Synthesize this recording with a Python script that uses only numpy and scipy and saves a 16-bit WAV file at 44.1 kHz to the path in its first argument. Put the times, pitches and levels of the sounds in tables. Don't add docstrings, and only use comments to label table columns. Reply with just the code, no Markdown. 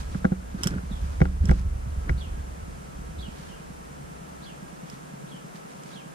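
import sys
import numpy as np
from scipy import signal
from scipy.fft import rfft, irfft
from scipy.io import wavfile

SR = 44100
rng = np.random.default_rng(int(sys.argv[2]) if len(sys.argv) > 2 else 0)


def unload_audio(sound):
    columns = np.transpose(np.atleast_2d(sound))
    steps = np.round(np.clip(columns, -1, 1) * 32767)
    wavfile.write(sys.argv[1], SR, steps.astype(np.int16))


N = 270885
TIME = np.arange(N) / SR
HIT_TIME = TIME[:SR // 4]



def from_db(db):
    return 10 ** (np.asarray(db) / 20)


def rms_one(x):
    return x / np.sqrt(np.mean(x ** 2) + 1e-20)


def in_time(rows):
    return np.interp(TIME, *np.transpose(rows))


def gain_at(points, size):
    hz, db = np.transpose(points)
    octave = np.log2(np.maximum(np.fft.rfftfreq(size, 1 / SR), 1))
    outside = np.abs(octave - np.clip(octave, np.log2(hz[0]), np.log2(hz[-1])))
    return from_db(np.interp(octave, np.log2(hz), db) - 30 * outside)


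def noise(colour):
    spectrum = rfft(rng.standard_normal(N))
    return rms_one(irfft(spectrum * gain_at(colour, N), N))


def drift(rate_hz):
    return noise([(1, 0), (rate_hz, 0)])


def ports(left, right, pan_db):
    return np.array([left * from_db(pan_db / 2), right * from_db(-pan_db / 2)])


def add(out, s, sound):
    start = int(np.clip(round(s * SR), 0, N - 1))
    out[..., start:start + sound.shape[-1]] += sound[..., :N - start]


def swell(hz, rise_s, phase):
    age = HIT_TIME / rise_s
    envelope = (age * np.exp(1 - age)) ** 2
    return envelope * np.sin(2 * np.pi * hz * HIT_TIME + phase)


def mount(shake_db=-2.5, wind_db=-7, boom_db=-7, mount_hz=67, rise_s=0.0082, wander_hz=7, sway_db=3.5, pan_db=-1.5):
    # t/s, relative level/dB
    shaking = [(0.0, -32.5), (0.55, -34.5), (1.1, -31), (1.35, -27), (1.7, -23.5), (1.93, -31),
               (2.45, -33.5), (2.93, -45.5), (3.0, -36.5), (3.28, -37.5), (3.35, -48.5), (4.25, -49),
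               (4.75, -57.5), (5.55, -65), (6.14, -63)]
    # t/s, relative level/dB
    jolts = [(0.639, -21.5), (1.017, -19), (1.211, -13.5), (1.402, -11), (1.496, -5.5), (1.601, -18),
             (1.971, -16.5), (2.091, -9), (2.575, -34), (2.681, -33.5)]
    # f/Hz, relative level/dB
    rumble_colour = [(20, -2), (35, 16), (50, 10.5), (80, -2), (105, 5), (140, -3.5), (200, -9), (300, -31),
                     (700, -37)]
    stir_db, stir_rise_s, stir_t60_s = -5, 0.0043, 0.46

    pitch = mount_hz + wander_hz * drift(18)
    sway = rms_one(from_db(sway_db * drift(22)))
    hum = np.sqrt(2) * sway * np.sin(2 * np.pi * np.cumsum(pitch) / SR)
    stir = (1 - np.exp(-TIME / stir_rise_s)) * from_db(stir_db - 60 * TIME / stir_t60_s)
    power = from_db(in_time(shaking)) ** 2
    for s, db in jolts:
        add(power, s, (from_db(db) * stir) ** 2)
    out = np.sqrt(power) * (from_db(shake_db) * hum + from_db(wind_db) * noise(rumble_colour))
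    for s, db in jolts:
        add(out, s, from_db(db + boom_db) * swell(mount_hz, rise_s, 0))
    later = np.interp(TIME - .0007, TIME, out)
    return ports(later, out, pan_db)


def air(mid_db=-50, side_db=-44.5, drone_db=-50, whine_waver=0.93):
    # f/Hz, relative level/dB
    mid_colour = [(150, 1), (260, 2), (359, -0.5), (440, -1), (463, -0.5), (607, -4), (661, -4),
                  (810, -6.5), (1240, -8), (1300, -6.5), (2060, -12), (2990, -14.5), (3860, -18),
                  (9170, -18.5), (15000, -32)]
    # f/Hz, relative level/dB
    side_colour = [(76, -38), (130, -4), (165, 9.5), (250, 1.5), (294, 1.5), (380, 1.5), (612, 1), (929, 1),
                   (2610, -15.5), (3000, -19), (3810, -23.5), (4740, -23.5), (6010, -18.5), (9690, -21.5),
                   (15000, -35)]
    # f/Hz, left-right level/dB
    balance = [(60, -1.5), (110, 2.5), (200, -0.5), (380, 1), (700, 0.5), (1290, -0.5), (2380, 0),
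               (4400, -0.5), (8120, -3), (15000, 0)]
    # f/Hz, relative level/dB
    drone_colour = [(105, -66), (135, 3.5), (165, 0), (210, -8.5), (270, -10.5)]
    # f/Hz, level/dB
    tones = [(1308, -67.5), (1631, -68)]

    mid = from_db(mid_db) * noise(mid_colour) + from_db(drone_db) * noise(drone_colour)
    for hz, db in tones:
        waver = 1 + whine_waver * drift(5.2)
        mid += from_db(db) * waver * np.sin(2 * np.pi * hz * TIME + drift(5.7))
    side = from_db(side_db) * noise(side_colour)
    lean_db = np.interp(np.fft.rfftfreq(N, 1 / SR), *np.transpose(balance))
    return irfft(ports(rfft(mid + side), rfft(mid - side), lean_db), N)


def brush(s, length):
    along = (TIME - s) / length
    return np.exp(1 - np.sqrt(1 + (2 * along) ** 2))


def leaves(level_db=-4, crackle_db=-10, crackles_per_s=300, pan_db=-3):
    # t/s of the peak, length/s, relative level/dB
    brushes = [(0.001, 0.051, -46), (0.143, 0.1, -51), (0.665, 0.073, -42.5), (1.078, 0.24, -53.5),
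               (1.51, 0.063, -47.5), (1.586, 0.036, -49.5), (3.422, 0.15, -52), (4.918, .055, -49.5),
               (5.565, 0.028, -52), (5.72, 0.034, -53), (5.786, 0.019, -62), (5.903, 0.087, -51)]
    # f/Hz, relative level/dB
    leaf_colour = [(1000, 8), (2800, 2), (5500, 1), (8500, -5.5), (12000, -12), (16000, -41)]

    hiss = rms_one(from_db(2 * drift(400) + 1.5 * drift(30)))
    born = (rng.random(N) < crackles_per_s / SR) * rng.uniform(0, 1, N)
    crackle = rms_one(signal.lfilter([1], [1, -np.exp(-1 / (.001 * SR))], born + 1e-18))
    grains = from_db(level_db) * hiss + from_db(crackle_db) * crackle
    contact = sum(from_db(db) * brush(s, length) for s, length, db in brushes)
    return contact * grains * ports(noise(leaf_colour), noise(leaf_colour), pan_db)


def pulse(level_db=-33.0, hz=165, rise_s=0.0049, spread_db=1.5, low_cut_hz=142, pan_db=-2.5):
    start_s, period_s = .0125, .10244
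    out = np.zeros(N)
    for s in np.arange(start_s, N / SR, period_s):
        add(out, s, from_db(level_db + spread_db * rng.normal()) * swell(hz, rise_s, 0))
    high_pass = signal.butter(4, low_cut_hz, "high", fs=SR, output="sos")
    out = signal.sosfilt(high_pass, out + 1e-18)
    return ports(out, out, pan_db)


def fingers(pan_db=0):
    # t/s of the middle, length/s, level/dB
    slides = [(0.155, 0.012, -42), (.553, .015, -47), (0.602, 0.021, -39), (0.668, 0.022, -32),
              (0.732, 0.026, -34), (0.78, 0.025, -40), (1.439, 0.017, -41), (1.498, 0.036, -35),
              (2.092, 0.017, -34.5)]
    # f/Hz, relative level/dB
    slide_colour = [(220, 17.5), (370, 12.5), (600, 0), (1000, -8), (1550, 6.5), (2150, -12), (3000, -16)]

    pressure = sum(from_db(db) * np.exp(-((TIME - s) / length) ** 2) for s, length, db in slides)
    slips = rms_one(from_db(3 * drift(200)))
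    scrape = pressure * slips * noise(slide_colour)
    later = np.interp(TIME - .00025, TIME, scrape)
    return ports(later, scrape, pan_db)


def struck(modes, attack_s, pan_db):
    out = 0
    for k, (hz, db, t60, phase) in enumerate(modes):
        turn = 2 * np.pi * hz * HIT_TIME
        chance_db = 1.5 * rng.normal()
        fade = from_db(db + chance_db - 60 * HIT_TIME / t60)
        out = out + (-1) ** k * fade * ports(np.sin(turn + phase), np.sin(turn), pan_db)
    return out * (1 - np.exp(-HIT_TIME / attack_s))


def bursts(rows, colour, t60, tail_db, tail_t60, lag_s, apart):
    out, size = np.zeros((2, N)), len(HIT_TIME)
    envelope = from_db(-60 * HIT_TIME / t60) + from_db(tail_db - 60 * HIT_TIME / tail_t60)
    envelope *= 1 - np.exp(-HIT_TIME / 0.000092)
    cepstrum = irfft(np.log(gain_at(colour, 2 * size)))
    causal = np.exp(rfft(2 * cepstrum[:size] * (HIT_TIME > 0), 2 * size))
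    for s, db, pan_db in rows:
        grit = rng.standard_normal(size) + apart * rng.standard_normal((2, size))
        hit = irfft(rfft(grit * envelope, 2 * size) * causal)[:, :size]
        left, right = hit / np.std(hit[:, :SR // 200], axis=1, keepdims=True)
        left = np.interp(HIT_TIME - lag_s, HIT_TIME, left, left=0)
        add(out, s, from_db(db) * ports(left, right, pan_db))
    return out


def clacks(clack_db=-8.0, focus_db=20, crack_db=1):
    # t/s, relative shell level/dB, shell pitch f/Hz, hollow level/dB, relative crack level/dB
    contacts = [(0.1457, -30, 1610, -44.5, -49), (0.2441, -19.5, 1390, -27.5, -46),
                (0.2502, -11.5, 1520, -33, -42.5), (0.3185, -34, 1590, -34.5, -69),
                (0.3239, -29.5, 1420, -42, -69), (0.7819, -27, 1490, -51, -56),
                (1.2029, -24, 2100, -36.5, -44), (1.2154, -10, 1960, -22.5, -34.5),
                (1.2535, -21.5, 1500, -37.5, -41), (1.493, -13, 1770, -35, -36),
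                (1.5122, -15, 1900, -26.5, -40), (2.0935, -11, 2050, -35, -37.5)]
    # f/Hz, relative level/dB, t60/s, phase between the two ports/rad
    shell_modes = [(1120, 2, 0.014, 1.5), (1205, 3, 0.031, 2.54), (1396, 2, 0.035, 1.44),
                   (1600, 4.5, 0.019, 1.8), (1960, -0.5, 0.019, 1.6), (2210, -3.5, 0.03, 1.7),
                   (2480, -15, 0.012, 1.6)]
    # f/Hz, relative level/dB, t60/s, phase between the two ports/rad
    case_modes = [(282.3, -7.5, 0.29, 0.63), (359, 8, 0.074, 1.64), (511, 3, 0.076, 1.58),
                  (642, 6, 0.052, 2.82), (793, 9.5, 0.041, 2.9)]
    # f/Hz, relative level/dB
    crack_colour = [(900, 19), (2000, 2.5), (3000, 3), (4200, -2.5), (5600, 0), (7500, -16), (14000, -34)]

    out = np.zeros((2, N))
    for s, peak, pitch, hollow, _ in contacts:
        shell = [(hz, db - focus_db * abs(np.log2(hz / pitch)), t60, phase)
                 for hz, db, t60, phase in shell_modes]
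        add(out, s, from_db(peak + clack_db) * struck(shell, attack_s=0.00056, pan_db=1.0))
        add(out, s, from_db(hollow) * struck(case_modes, attack_s=0.0017, pan_db=4))
    cracks = [(s, crack + crack_db, -1) for s, _, _, _, crack in contacts]
    return out + bursts(cracks, crack_colour, t60=0.03, tail_db=-16, tail_t60=0.033, lag_s=0.000296, apart=0.88)


def thuds(level_db=-0.5, ring_db=-17, ring_hz=186, ring_t60=0.422, port_phase=-0.55, pan_db=-3):
    # t/s, relative level/dB, pitch f/Hz
    blows = [(0.151, -19.5, 174), (0.248, -9, 197), (0.317, -13, 184), (0.544, -23, 185), (0.658, -13, 170),
             (0.711, -24, 178), (0.734, -21, 139), (0.76, -23.5, 180), (0.91, -25, 194),
             (1.212, -4.5, 153.7), (1.439, -19, 180), (1.488, -8.5, 145), (1.504, -14, 191),
             (1.86, -24.5, 117), (2.094, -18.5, 140), (3.281, -29, 183)]

    out = np.zeros((2, N))
    ring = from_db(ring_db - 60 * HIT_TIME / ring_t60) * np.sin(2 * np.pi * ring_hz * HIT_TIME)
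    for s, db, hz in blows:
        left, right = swell(hz, 1 / hz, port_phase), swell(hz, 1 / hz, 0)
        add(out, s, from_db(db + level_db) * ports(left + ring, right + ring, pan_db))
    return out


def twigs(level_db=-3):
    # t/s, relative level/dB, left-right level/dB
    snaps = [(0.634, -20, -2.5), (0.64, -29, -14), (0.6715, -21, -3.5), (0.6795, -41, 5), (1.455, -34, -5),
             (1.488, -42, -11), (1.5103, -38, -4), (4.8994, -41, -7.5), (5.561, -55, -1.0),
             (5.8353, -45.5, -1)]
    # f/Hz, relative level/dB
    snap_colour = [(600, -18), (1400, -2.5), (2400, -9.5), (3100, 3), (4300, -18), (5400, 9), (6500, -5.5),
                   (7700, -1), (10000, -7), (13000, -18), (16000, -17)]

    cracks = bursts(snaps, snap_colour, t60=0.012, tail_db=-20.5, tail_t60=0.091, lag_s=0.000245, apart=0.6)
    return from_db(level_db) * cracks


def whistle(hz, hoarseness):
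    flutter = drift(300)
    return np.sin(2 * np.pi * np.cumsum(hz * (1 + hoarseness * flutter)) / SR)


def bird(direct_db=-5.5, echo_db=-2, echo_t60=0.36, pan_db=-3):
    # t/s where the slur starts, relative level/dB, pitch f/Hz there, slur length/s,
    # depth of the glide [times slur_octaves], upstroke against the slur level/dB
    chirps = [(0.909, -43, 3770, 0.075, 0.51, -18), (2.205, -38.5, 3600, 0.072, 1.23, -9),
              (3.221, -38.5, 3400, 0.08, 0.9, -6.5), (3.381, -43.5, 3225, 0.023, 0.4, -7),
              (3.485, -47.5, 3253, .13, 1, -11), (4.458, -43, 3520, 0.09, 1.3, -5),
              (5.312, -44.5, 3310, 0.1, .5, -11), (5.955, -41, 3440, 0.07, 1.13, -8)]
    upstroke_share, upstroke_from, upstroke_to = .5, 1.06, 1.24
    slur_attack_s, slur_octaves, slur_fade_db = 0.0048, .48, 17.5

    up_hz, up_gain, down_hz, down_gain = np.zeros((4, N))
    for s, db, hz, length, glide, upstroke_db in chirps:
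        up_length = upstroke_share * length
        along = np.linspace(0, 1, int(up_length * SR))
        start = s - up_length
        add(up_hz, start, hz * (upstroke_from + (upstroke_to - upstroke_from) * along))
        add(up_gain, start, from_db(db + upstroke_db) * 2 * np.sqrt(along * (1 - along)))
        along = np.linspace(0, 1, int(length * SR))
        attack = 1 - np.exp(-along * length / slur_attack_s)
        add(down_hz, s, hz * 2 ** (-slur_octaves * glide * along))
        add(down_gain, s, from_db(db - slur_fade_db * along) * attack)
    song = up_gain * whistle(up_hz, .08) + down_gain * whistle(down_hz, .035)
    near, far = from_db(-60 * HIT_TIME / 0.05), from_db(-60 * HIT_TIME / echo_t60)
    trees = rng.standard_normal((2, len(HIT_TIME))) * (near + far)
    trees /= np.linalg.norm(trees, axis=1, keepdims=True)
    echoes = signal.fftconvolve(song[None], trees)[:, :N]
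    left, right = from_db(direct_db) * song + from_db(echo_db) * echoes
    return ports(left, right, pan_db)


def gain_control(x, threshold_db=-15, share=0.2, attack_s=0.058, release_db_per_s=7):
    peak_db = 20 * np.log10(np.abs(x).max(axis=0) + 1e-9)
    cut_db = share * np.maximum(peak_db - threshold_db, 0)
    held_db = np.maximum.accumulate(cut_db + release_db_per_s * TIME) - release_db_per_s * TIME
    keep = np.exp(-1 / (attack_s * SR))
    return x * from_db(-signal.lfilter([1 - keep], [1, -keep], held_db))


def scene():
    camera = mount() + pulse() + fingers() + clacks() + thuds()
    return camera + air() + leaves() + twigs() + bird()


def record(dry, cutoff_hz=15300):
    rounded = 1.1 * np.tanh(gain_control(dry) / 1.1)
    low_pass = signal.ellip(10, .1, 80, cutoff_hz, fs=SR, output="sos")
    return signal.sosfilt(low_pass, rounded)


dry = scene()
out = record(dry)
unload_audio(out)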